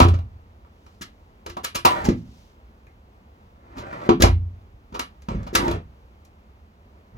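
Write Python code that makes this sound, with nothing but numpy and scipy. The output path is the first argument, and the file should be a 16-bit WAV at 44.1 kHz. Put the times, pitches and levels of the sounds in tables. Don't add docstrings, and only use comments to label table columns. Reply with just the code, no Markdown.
import sys
import numpy as np
from scipy import signal
from scipy.fft import rfft, irfft, next_fast_len
from scipy.io import wavfile
from scipy.ndimage import uniform_filter1d

SR = 44100
rng = np.random.default_rng(int(sys.argv[2]) if len(sys.argv) > 2 else 0)


def transcribe(signal):
    frames = np.atleast_2d(signal).T
    limited = np.clip(frames, -1, 1)
    pcm = np.round(limited * 32767).astype(np.int16)
    wavfile.write(sys.argv[1], SR, pcm)


N = 316549
SIZE = next_fast_len(N + SR)
HZ = np.fft.rfftfreq(SIZE, 1 / SR)


def gain_of(db):
    return 10 ** (np.asarray(db) / 20)


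def evened(x):
    return x / np.sqrt(np.mean(x ** 2) + 1e-20)


def read(points, hz):
    point_hz, value = np.transpose(points)
    return np.interp(np.log(hz + 1), np.log(point_hz + 1), value)


def curve(tables, level_db, fade_s):
    t = np.arange(N) / SR
    out = np.zeros(N)
    for rows in tables:
        s, *controls = np.transpose(rows)
        to_nearest_end = np.minimum(t - s[0], s[-1] - t)
        fade = np.clip(to_nearest_end / fade_s, 0, 1)
        out += fade * gain_of(np.interp(t, s, level_db(*controls)))
    return out


# pitch_hz, likeness (0 to 1)
PORT_LIKENESS = [(60, .995), (150, .97), (300, .9), (700, .72), (1500, .55), (3000, .4), (8000, .6)]
# pitch_hz, lead_radians
PORT_LEAD = [(30, .08), (125, .08), (250, .2), (400, .45), (600, 1.4), (800, 2.2), (1500, 3.5), (2500, 4),
             (5000, 4.4), (10000, 8.7), (16000, 23)]
# pitch_hz, level_db
PORT_TILT = [(60, -1), (1000, 0), (4000, -0.54), (8000, 3), (13000, 5)]


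def ports(one, other):
    likeness = np.clip(read(PORT_LIKENESS, HZ), 0, 1)
    half_lead = np.exp(.5j * read(PORT_LEAD, HZ))
    half_tilt = gain_of(read(PORT_TILT, HZ) / 2)
    left = one * half_lead * half_tilt
    mixed = likeness * one + np.sqrt(1 - likeness ** 2) * other
    right = mixed / half_lead / half_tilt
    return np.array([left, right])


def hiss(spectrum):
    one, other = rfft(rng.standard_normal((2, SIZE))) * gain_of(read(spectrum, HZ))
    return evened(irfft(ports(one, other), SIZE)[:, :N])


# (per Hz, relative)
AIR_COLOUR = [(15, -46), (25, -10), (70, 0), (134, -19.5), (223, -14), (263, -20.5), (476, -22),
              (516, -23.5), (887, -23), (1130, -25.5), (1700, -33.5), (2220, -34.5), (6380, -49),
              (8360, -57), (16000, -52)]
AIR_DB = -49.5


def air():
    swell = uniform_filter1d(rng.standard_normal(N), 6000)
    swell = evened(uniform_filter1d(swell, 6000))
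    return gain_of(AIR_DB + 0.47 * swell) * hiss(AIR_COLOUR)


# (to fall 60 dB, before any shortening)
RUNNER_TONES = [(757, 7.5, 0.025), (844, 0, 0.035), (967, 7.5, 0.02), (1143, -5, 0.13),
                (1270.6, 7.5, 0.017), (1583, -5, 0.051), (1670, 2.5, 0.017), (2025, -6, 0.058),
                (2150, -6, 0.063), (2470, -3.5, 0.022)]
WALL_TONES = [(47.3, -12, .35), (59.4, 0, 0.53), (71, -7.5, 0.36), (79.7, -4, 0.59), (88, 3.5, 0.66),
              (99.4, -8.5, 0.55), (110, 3.5, 0.57), (128, -13.5, 0.31)]
BOX_TONES = [(164, -10, 0.066), (195.5, -5, 0.2), (220, -2, 0.12), (253, -2.5, 0.12), (273.4, -1, 0.055),
             (345, -2.5, 0.21), (409, -8, 0.15), (433, -11, 0.13), (495, -7.5, 0.11), (596, -6.5, 0.012),
             (752, -4.5, 0.093)]
LATCH_TONES = [(2370, 0.5, 0.012), (2816, -3, 0.021), (3230, 2.5, 0.0046), (4060, 0.5, 0.0068),
               (4530, 0.5, 0.0056), (5140, 0.85, 0.0055), (5797, -4.5, 0.013), (6510, -0.36, 0.0059),
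               (7310, -3.5, 0.0063)]
TICK_TONES = [(8170, 3, 0.00067), (9570, -0.5, 0.0038), (11500, -4, 0.003), (12600, -3, 0.003),
              (13870, 1.5, 0.0015), (15500, 1, 0.001)]
PARTS = [RUNNER_TONES, WALL_TONES, BOX_TONES, LATCH_TONES, TICK_TONES]


def ring(modes, shorter=1, centre_hz=1000, focus_db=0, scatter=0):
    hz, db, decay_s = np.transpose(modes)[:, :, None]
    t = np.arange(round(1.2 * decay_s.max() * SR)) / SR
    db = db - focus_db * np.log2(hz / centre_hz) ** 2
    hz = hz * (1 + scatter * rng.uniform(-1, 1, hz.shape))
    sign = (-1.) ** (np.arange(len(hz))[:, None] * (hz > 750))
    fading = gain_of(db - 60 * t / (decay_s * shorter))
    return (sign * fading * np.sin(2 * np.pi * hz * t)).sum(0)


# (against the box, at hardness 0 and a fitting pitch of MIDDLE_HZ)
FITTING_DB = [7.5, 1.5, -5]
PER_HARDNESS = [0.85, 1, 1.2]
PER_OCTAVE_DB = [-14, 0.5, 5]
MIDDLE_HZ = 1200
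STILL_MS, STILL_DB = .5, -22


def shares(box_db, wall_vs_box_db, hardness_db, rattle_ms, fitting_hz):
    from_hardness = np.array(PER_HARDNESS) * hardness_db
    from_pitch = np.array(PER_OCTAVE_DB) * np.log2(fitting_hz / MIDDLE_HZ)
    runner_db, latch_db, tick_db = box_db + np.array(FITTING_DB) + from_hardness + from_pitch
    still_db = STILL_DB * (rattle_ms < STILL_MS)
    return runner_db, box_db + wall_vs_box_db, box_db, latch_db + still_db, tick_db + still_db


# start_s, box_db, wall_vs_box_db, hardness_db, rattle_ms,
# box_hz (loudest box pitch), fitting_hz (loudest runner pitch; the latch follows it)
BLOW_LIST = [(0.001, -5.5, -0.5, -8, 0.74, 260, 1004), (0.016, -7.5, 7.5, -22.5, 6.4, 205, 1270),
             (0.049, -13.5, 8, -22, 0.93, 491, 958), (0.082, -42, 31.5, 6.5, 2.5, 253, 940),
             (0.135, -20.5, 0.5, -25, 4.6, 262.5, 1110), (0.186, -54, 23, 1.5, 2.1, 128, 850),
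             (0.648, -61, 2, 6, 0.3, 600, 1160), (0.863, -57, 11, 0, 1.54, 330, 1070),
             (1.01, -31.5, -8, -6, 6.4, 225, 1660), (1.462, -31, -3.5, -8, 1.5, 456, 1280),
             (1.494, -38.5, 7, -5, 3.2, 307, 1483), (1.567, -32, -21, -9.5, 2.6, 245, 868),
             (1.633, -42.5, -12, 2, 4.8, 500, 1400), (1.643, -40.5, -9.5, 14, 2.1, 565, 1460),
             (1.746, -38.5, -4, 9.5, 4.6, 346, 1340), (1.751, -33, 6, -4.5, 0.99, 334, 1380),
             (1.756, -44.5, 0, 18.5, 1.2, 345, 1410), (1.849, -28.5, -6, 14.5, 2.55, 557, 980),
             (1.858, -27.5, 3, 3.5, 1.5, 510, 990), (2.04, -25.5, -4, -10, 8.4, 132, 1760),
             (2.0859, 0, -19, -33, 1.1, 262, 1650), (2.868, -53.5, 9.5, 9.5, 0.35, 604, 2220),
             (3.761, -44.5, -19, -4, 19, 340, 1264), (4.09, 1.5, -29, -26, 0.74, 312, 886),
             (4.2, -10.5, 1, -21, 5.7, 312, 1270), (4.221, -9, -3.5, -2.5, 0.85, 516, 2020),
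             (4.235, -3.5, 6.5, -19, 1.8, 227, 871), (4.738, -57.5, 24, -31, 2.1, 213, 1277),
             (4.922, -33, -1.5, -24, 2.7, 186.7, 990), (4.94, -29.5, -2, -12.5, 7.2, 465, 1070),
             (4.992, -29.5, -11.5, 2.5, 1.8, 236, 1360), (5.22, -56, 17.5, 1.5, 0.53, 483, 1750),
             (5.285, -18, -11, -22, 1.345, 162, 1035), (5.347, -16.5, -0.5, -43, 2.1, 110, 1570),
             (5.43, -37, 1, -14.5, 0.82, 133, 1380), (5.465, -29, 0, -18, 4.8, 204, 1000),
             (5.529, -21.5, -13.5, -20.5, 10, 392, 1800), (5.55, -13.5, -3, -1, 2.2, 580, 1530),
             (5.598, -21, -27.5, -29.5, 3.3, 172, 1300), (5.628, -17, -23, -41, 1.054, 190, 1195),
             (5.649, -25, -24, -23.5, 1.3, 202, 1235), (5.68, -18, -10.5, -16.5, 0.866, 360, 1200),
             (5.709, -36, 14, 0.5, 3.3, 110, 957), (6.248, -64, 2.5, 4.5, 1.8, 261, 2390)]
# start_s, pitch_hz
WALL_PITCH = [(0, 89.4), (.5, 75.6), (1.9, 105.7), (3, 67), (4.5, 63.1)]
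LOOSE_SHARE = [0.85, 0.017, 0.2, 0.98, 0.98]
BLOW_SCATTER = [.012, .01, .03, .02, .03]
BLOW_FOCUS_DB = [24, 26, 38, 4, 0.5]
PRESS_MS = [.1, 3.9, .9, .02, .02]
LATCH_ABOVE = 3.3


def blows():
    rattled, knocks = np.zeros(SIZE), np.zeros(SIZE)
    u = np.arange(3000) / SR
    for s, box_db, wall_vs_box_db, hardness_db, rattle_ms, box_hz, fitting_hz in BLOW_LIST:
        levels_db = shares(box_db, wall_vs_box_db, hardness_db, rattle_ms, fitting_hz)
        swell = 1000 * u / max(rattle_ms, .3)
        rattle_shape = swell ** 1.3 * np.exp(-swell)
        wall_hz = [hz for start, hz in WALL_PITCH if start <= s][-1]
        centres_hz = [fitting_hz, wall_hz, box_hz, LATCH_ABOVE * fitting_hz, 10000]
        for part, centre_hz in enumerate(centres_hz):
            press = np.hanning(3 + int(PRESS_MS[part] * SR / 1000))
            tones = ring(PARTS[part], 0.82, centre_hz, BLOW_FOCUS_DB[part], BLOW_SCATTER[part])
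            tap = np.convolve(tones, press)
            loose = LOOSE_SHARE[part]
            force = loose * evened(rng.standard_normal(len(u)) ** 3 * rattle_shape)
            force[0] += (1 - loose) * np.sqrt(len(u))
            sound = signal.fftconvolve(force, tap)
            loudest = np.sqrt(uniform_filter1d(2 * sound ** 2, 200).max())
            sound *= gain_of(levels_db[part]) / loudest
            at = max(round(s * SR), 0)
            rattled[at:at + len(sound)] += sound
            at += round(loose * rattle_ms * SR / 1000)
            knocks[at:at + len(tap)] += tap * np.linalg.norm(sound) / np.linalg.norm(tap)
    return rattled, knocks


# pitch_hz, decay_s (to fall 60 dB)
ROOM_DECAY = [(100, 0.82), (300, 0.15), (1000, 0.18), (3000, 0.21), (7000, 0.13), (11000, 0.18),
              (15000, 0.099)]
# pitch_hz, level_db
ROOM_LEVEL = [(100, -9), (200, -6), (400, 2.5), (1000, 1), (4000, 5), (12000, -5)]


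def echoes():
    taps = np.zeros((2, SR // 2))
    at = np.arange(60, SR // 2 - 20, 20) + rng.integers(0, 20, (2, (SR // 2 - 61) // 20))
    np.put_along_axis(taps, at, rng.choice([-1., 1.], at.shape), 1)
    hz, t, bands = signal.stft(taps, SR, nperseg=256)
    decay_s = read(ROOM_DECAY, hz)[:, None]
    level_db = read(ROOM_LEVEL, hz)[:, None]
    total = np.sqrt(decay_s * SR / 20 / np.log(1e6))
    fading = gain_of(level_db - 60 * t / decay_s) / total
    tail = signal.istft(bands * fading, SR, nperseg=256)[1]
    tail[:, :60] = 0
    return rfft(tail, SIZE)


def bedroom(direct, knocks):
    t = np.arange(SIZE) / SR
    heard = rfft(direct) * ports(1, -1j)
    for k in range(3):
        share = np.sqrt(2 / 3) * np.cos(2 * np.pi * (1.6 * t + k / 3))
        heard += rfft(knocks * share) * ports(*echoes())
    return irfft(heard, SIZE)[:, :N]


# start_s, level_db (before grain and fades)
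RUSTLE_LEVEL = [
    [(0.45, -99), (0.886, -68), (1.4, -86)],
    [(2.15, -37), (2.242, -62), (2.6, -61.5)],
]
# (per Hz, relative)
CLOTH_COLOUR = [(600, -22), (1500, -8), (3000, 0), (6000, -2), (8000, -13), (15000, -17)]


def rustle():
    grain = evened(uniform_filter1d(rng.standard_normal(N), 300))
    return curve(RUSTLE_LEVEL, np.asarray, .2) * gain_of(1.2 * grain) * hiss(CLOTH_COLOUR)


# start_s, roll_db (strength of rolling),
# drag_db (more drag favours wall over runner), hum_hz (pitch of the rail), hum_db
TRAVEL = [
    [(1.88, -31, -11, 980, -23), (1.93, -35.5, -20, 993, -28.5), (1.98, -35, -16.5, 913, -33.5),
     (2.078, -39.5, 14.5, 859, -31.5)],
    [(3.55, -77.5, -3, 1312, -77.5), (3.744, -55.5, -2, 1500, -71), (3.79, -45, 4.5, 1473, -65),
     (3.9, -46.5, -17.5, 1621, -53.5), (3.94, -42, -6, 1328, -44), (3.96, -45.5, -14.5, 622, -51),
     (4.08, -39.5, 2, 581, -39)],
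    [(5.3, -39, 12, 823, -55.5), (5.374, -53, 15.5, 806, -60.5), (5.52, -58.5, 5, 784.6, -62)],
    [(5.58, -29.5, 2, 797.5, -35), (5.68, -30.5, 4, 900, -30.5), (5.748, -38.5, 10.5, 1006, -65),
     (5.86, -88.5, 12, 987, -91.5)],
    [(7.05, -106.5, 9, 994, -100), (7.178, -53, 16, 1000, -73)],
]
HUM_WIDTH_HZ = 32


def rail_hum(force):
    s, hz = np.transpose([(row[0], row[3]) for rows in TRAVEL for row in rows])
    glide_hz = np.interp(np.arange(N) / SR, s, hz)
    turn = np.exp(2j * np.pi * np.cumsum(glide_hz) / SR)
    r = np.exp(-np.pi * HUM_WIDTH_HZ / SR)
    smooth = signal.lfilter([1 - r], [1, -r], force / turn)
    hum = evened((turn * smooth).real)
    return hum * curve(TRAVEL, lambda roll_db, drag_db, hum_hz, hum_db: hum_db, 0.0062)


# (against USUAL_ROLL_DB, when rolling at that strength without drag)
ROLL_LEVEL_DB = [-0.5, -3, 2.5, -24, -38]
PER_ROLL_DB = [0.76, 0.67, 0.92, 1, 1.5]
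PER_DRAG_DB = [-0.22, 1, 0.4, 0.52, -.3]
RUBBED_DECAY = [0.31, 0.093, 0.09, 0.28, 1]
ROLL_PITCH_HZ = [1100, 69.1, 330, 3300, 9000]
ROLL_LOSS_DB = [6.3, 2.3, 0.51, 2.3, 2.3]
USUAL_ROLL_DB = -35
BALLS_PER_S = 2600
SHIFTING, SPOTS_PER_S = .08, 22
JUDDER_DB, LUMP_DB = 1.5, 2


def slides():
    out = np.zeros(SIZE)
    judder = gain_of(JUDDER_DB * evened(uniform_filter1d(rng.standard_normal(N), 500)))
    spot = (np.arange(N) * SPOTS_PER_S // SR).astype(int) % 5
    sizes = gain_of(LUMP_DB * np.minimum(rng.exponential(1, N), 4))
    bumps = sizes * (rng.random(N) < BALLS_PER_S / SR) * judder
    for part, modes in enumerate(PARTS):
        def part_db(roll_db, drag_db, *hum):
            usual_db = USUAL_ROLL_DB + ROLL_LEVEL_DB[part]
            return usual_db + PER_ROLL_DB[part] * (roll_db - USUAL_ROLL_DB) + PER_DRAG_DB[part] * drag_db

        force = curve(TRAVEL, part_db, 0.003) * evened(bumps * rng.standard_normal(N))
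        for k in range(5):
            tap = ring(modes, RUBBED_DECAY[part], ROLL_PITCH_HZ[part], ROLL_LOSS_DB[part], SHIFTING)
            tap = tap / np.linalg.norm(tap)
            out[:N] += signal.oaconvolve(force * (spot == k), tap)[:N]
    out[:N] += rail_hum(bumps * rng.standard_normal(N))
    return out


def dresser():
    rattled, knocks = blows()
    rolling = slides()
    return bedroom(rattled + rolling, knocks + rolling)


def scene():
    return air() + dresser() + rustle()


EDGE_HZ = 16500


def record(dry):
    thin = signal.sosfilt(signal.butter(3, 42, "high", fs=SR, output="sos"), dry)
    held = 1.016 * np.tanh(thin / 1.1)
    steep = signal.firwin(255, EDGE_HZ, window=("kaiser", 9), fs=SR)
    held = signal.oaconvolve(held, steep[None], "same")
    return np.clip(held, -1, 1)


dry = scene()
out = record(dry)
transcribe(out)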